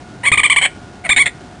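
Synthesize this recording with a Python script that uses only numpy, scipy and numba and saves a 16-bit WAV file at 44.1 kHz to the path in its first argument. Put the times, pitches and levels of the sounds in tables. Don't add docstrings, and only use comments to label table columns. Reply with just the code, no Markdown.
import sys
import numpy as np
from scipy import signal
from scipy.fft import rfft, irfft
from scipy.io import wavfile
from scipy.ndimage import uniform_filter1d, minimum_filter1d
from numba import njit

SR = 44100
rng = np.random.default_rng(int(sys.argv[2]) if len(sys.argv) > 2 else 0)


def store_pcm(level_fs):
    pcm = np.round(np.clip(level_fs, -1, 1) * 32767).astype(np.int16)
    wavfile.write(sys.argv[1], SR, np.atleast_2d(pcm).T)


N = 70560

# f/Hz, level per Hz/dB
AIR_SPECTRUM = [(20, -26), (45, -11.5), (80, -5.5), (120, -5.5), (190, -6), (360, -8.5), (500, -17.5),
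                (700, -13.5), (1100, -20.5), (1500, -19), (2100, -26.5), (3500, -27.5), (5500, -28.5)]
# f/Hz, mean level/dB
HUM_TONES = [(123.8, -52), (360.7, -62.5), (721, -50.5), (1438, -53), (2159, -62.5)]
# delay t/s, level/dB
REFLECTIONS = [(.0072, -19), (.0165, -19)]
# f/Hz, level/dB
THROAT_RESPONSE = [(300, -30), (550, -15), (750, -17), (1180, -18), (1420, -19.5), (1800, -4), (2250, 1),
                   (2480, -6), (2700, -14), (3500, -20.5), (4300, -19.5), (4800, -38), (5500, -32.5)]
# start t/s, length t/s, level ahead of the limiter/dB, crest t/s,
# crest pitch f/Hz, slack pitch f/Hz, rise time of the arch t/s, roughness at the crest/0-1,
# hiss when slack/dB, attack t/s, swell over the yelp/dB, level change at the crest/dB, low flutter/dB,
# mouth resonance f/Hz, mouth resonance level/dB, fundamental level/dB
YELP_ROWS = [ (0.2319, 0.017, -19.5, .246, 1000, 810, 0.015, 0.54, 1, 0.0011, 1, 2.5, -44, 3050, 3.5, 9),
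             (0.25, 0.036, -9, .277, 1156, 852, 0.018, 0.13, 3.5, 0.0031, 6, 4.5, -39, 3210, 9, 3.5),
             (0.3154, .026, -4.5, .334, 1240, 768, 0.018, 0.05, -3, 0.0027, 6, -4.5, -11.5, 3340, 9, 4.5),
             (0.3723, 0.029, -6.5, .392, 1221, 753, .021, 0.25, -9, 0.0015, 2.5, -6, -20, 3140, 13, 4),
             (.431, 0.032, -5, .453, 1210, 769, .021, 0.1, 3, .006, -2, -3, -27, 3117, 15.5, 3),
             (0.497, 0.033, -3.5, .518, 1182, 770, 0.024, 0.13, -28, 0.0041, -9, -8.5, -21, 3070, 15.5, 4.5),
             (0.5595, 0.028, -6.5, .578, 1169, 725, 0.019, 0.07, -42, 0.0028, -1, -2.5, -22, 3070, 15.5, 4.5),
             (0.611, 0.052, -11, .642, 1115, 750.5, .014, 0.42, 1.5, 0.0027, 2, 5, -50, 3120, 16, 2.5),
             (1.037, 0.03, -21.5, 1.051, 779, 670, 0.01027, 0.74, -10, 0.0064, 12.5, 5.5, -42, 3740, -3.5, 9),
             (1.09, 0.042, -8.5, 1.120, 1209, 793.4, 0.022, 0.05, 0.5, 0.0037, -1.5, 2.5, -20.5, 3620, 14, 0),
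             (1.161, 0.063, -7.5, 1.210, 1130, 738, 0.033, 0.17, 1.5, 0.00087, 7, -2.5, -24.5, 3600, 13, -3),
             (1.256, 0.022, -13, 1.266, 745.7, 702.4, 0.0097, 0.9, 10.5, 0.0021, -3.5, 5, -29, 3550, 13.5, -1),
             ]

AIR_DB, AIR_WAVER_DB = -36, -0.87
SCATTER_DB, SCATTER_T60_S, FAR_DB, FAR_T60_S = -15.5, .105, -27, .4
MOUTH_WIDTH_HZ, FUNDAMENTAL_BELOW_HZ = 323, 1390
ARCH_POWER, FALL_SHARE = 2.5, 0.76
CLEAN_ABOVE, BREAK_SPAN = 0.61, 0.26
JITTER, CLEAN_JITTER, JITTER_HZ, SHIMMER, HALF_BEAT = .048, .008, 380, .25, .25
RELEASE_S = 0.0024
THIN_POWER = 39
PUFF_HZ, PUFF_WIDE_HZ, PUFF_WIDE_DB = 111, 480, 1.5
LIMIT, LIMIT_RELEASE_S = .8, .004
HOLD_SAMPLES, INPUT_TOP_HZ = 4, 5400
ROLL_OFF_HZ, TOP_HZ = 9590, 10300


def amp(db):
    return 10 ** (np.asarray(db) / 20)


def unit(x):
    return x / np.sqrt(np.mean(x ** 2) + 1e-18)


def wander(hz):
    f = np.fft.rfftfreq(N, 1 / SR)
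    return unit(irfft(rfft(rng.standard_normal(N)) / (1 + (f / hz) ** 4), N))


def shape_db(points, f):
    p = np.array(points)
    return np.interp(np.log(f + 1), np.log(p[:, 0]), p[:, 1])


def resonate(x, db, size=2048):
    cepstrum = irfft(np.log(amp(db)), size)
    cepstrum[1:size // 2] *= 2
    cepstrum[size // 2 + 1:] = 0
    impulse = irfft(np.exp(rfft(cepstrum)), size)
    return signal.fftconvolve(x, impulse)[:N]


def distant_air():
    f = np.fft.rfftfreq(N, 1 / SR)
    air = unit(irfft(rfft(rng.standard_normal(N)) * amp(shape_db(AIR_SPECTRUM, f)), N))
    return air * amp(AIR_DB + AIR_WAVER_DB * wander(24))


def machine_hum():
    hum = np.zeros(N)
    for hz, db in HUM_TONES:
        level = amp(db + 2 * wander(1.7)) * np.sqrt(2)
        phase = 2 * np.pi * np.cumsum(hz * (1 + 0.0039 * wander(10))) / SR
        hum += level * np.sin(phase)
    return hum


def bank(x):
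    t = np.arange(N) / SR
    out = x + sum(amp(db) * np.interp(t - lag, t, x, left=0) for lag, db in REFLECTIONS)
    for db, t60 in ((SCATTER_DB, SCATTER_T60_S), (FAR_DB, FAR_T60_S)):
        decay = np.exp(-np.log(1000) * t / t60)
        build_up = np.minimum(t / 0.0091, 1) ** 2
        tail = rng.standard_normal(N) * decay * build_up
        out = out + amp(db) * signal.fftconvolve(x, unit(tail) / np.sqrt(N))[:N]
    return out


def throat(mouth_hz, mouth_db, fundamental_db, size=2048):
    f = np.fft.rfftfreq(size, 1 / SR)
    mouth = mouth_db * np.exp(-((f - mouth_hz) / MOUTH_WIDTH_HZ) ** 2)
    fundamental = fundamental_db / (1 + (f / FUNDAMENTAL_BELOW_HZ) ** 10)
    return shape_db(THROAT_RESPONSE, f) + mouth + fundamental


def yelp(start, length, db, crest, crest_hz, slack_hz, rise, rough, hiss_db, attack,
         swell_db, thin_db, puff_db, *mouth, count=9):
    t = np.arange(N) / SR
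    on = (t >= start) & (t < start + length + 10 * RELEASE_S)
    age, past = t[on] - start, t[on] - crest

    side = rise * np.where(past > 0, FALL_SHARE, 1)
    arch = np.maximum(1 - np.abs(past / side) ** ARCH_POWER, 0)
    slack = np.clip((CLEAN_ABOVE - arch) / BREAK_SPAN, 0, 1)
    rasp = np.clip(rough + slack, 0, 1)

    jitter = (CLEAN_JITTER + JITTER * rasp) * wander(JITTER_HZ)[on]
    hz = (slack_hz + (crest_hz - slack_hz) * arch) * (1 + jitter)
    phase = 2 * np.pi * np.cumsum(hz) / SR
    folds = unit(sum(np.cos(k * phase) for k in range(1, count)))
    unevenness = SHIMMER * wander(JITTER_HZ)[on] + HALF_BEAT * np.cos(phase / 2)
    folds = folds * (1 + rasp * unevenness)
    hiss = amp(hiss_db) * rasp * (1 + np.cos(phase)) * rng.standard_normal(N)[on]

    effort = (1 - np.exp(-age / attack)) * np.exp(-np.maximum(age - length, 0) / RELEASE_S)
    swell = swell_db * (np.minimum(age / length, 1) - .5)
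    effort = effort * amp(swell + thin_db * arch ** THIN_POWER)

    source, puff = np.zeros(N), np.zeros(N)
    source[on] = (folds + hiss) * effort
    flutter = wander(PUFF_HZ) + amp(PUFF_WIDE_DB) * wander(PUFF_WIDE_HZ)
    puff[on] = amp(puff_db) * effort * np.sqrt(rasp) * flutter[on]
    voice = unit(resonate(source, throat(*mouth))) * np.sqrt(length * SR / N)
    return amp(db) * (voice + puff)


def scene():
    background = distant_air() + machine_hum()
    voice = sum(yelp(*row) for row in YELP_ROWS)
    return (bank(voice) + background)[None]


@njit
def peak_hold(x, fall):
    out, e = np.empty(len(x)), 0.
    for i in range(len(x)):
        e = max(abs(x[i]), e * fall)
        out[i] = e
    return out


def record(dry):
    peak = peak_hold(dry[0], np.exp(-1 / (LIMIT_RELEASE_S * SR)))
    gain = LIMIT / np.maximum(peak, LIMIT)
    gain = uniform_filter1d(minimum_filter1d(gain, size=33), size=33)
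    narrow = signal.sosfilt(signal.butter(10, INPUT_TOP_HZ, fs=SR, output="sos"), dry[0] * gain)
    steps = np.repeat(narrow[::HOLD_SAMPLES], HOLD_SAMPLES)[:N]
    soft = signal.sosfilt(signal.butter(10, ROLL_OFF_HZ, fs=SR, output="sos"), steps)
    return signal.sosfilt(signal.ellip(8, .2, 70, TOP_HZ, fs=SR, output="sos"), soft)[None]


dry = scene()
out = record(dry)
store_pcm(out)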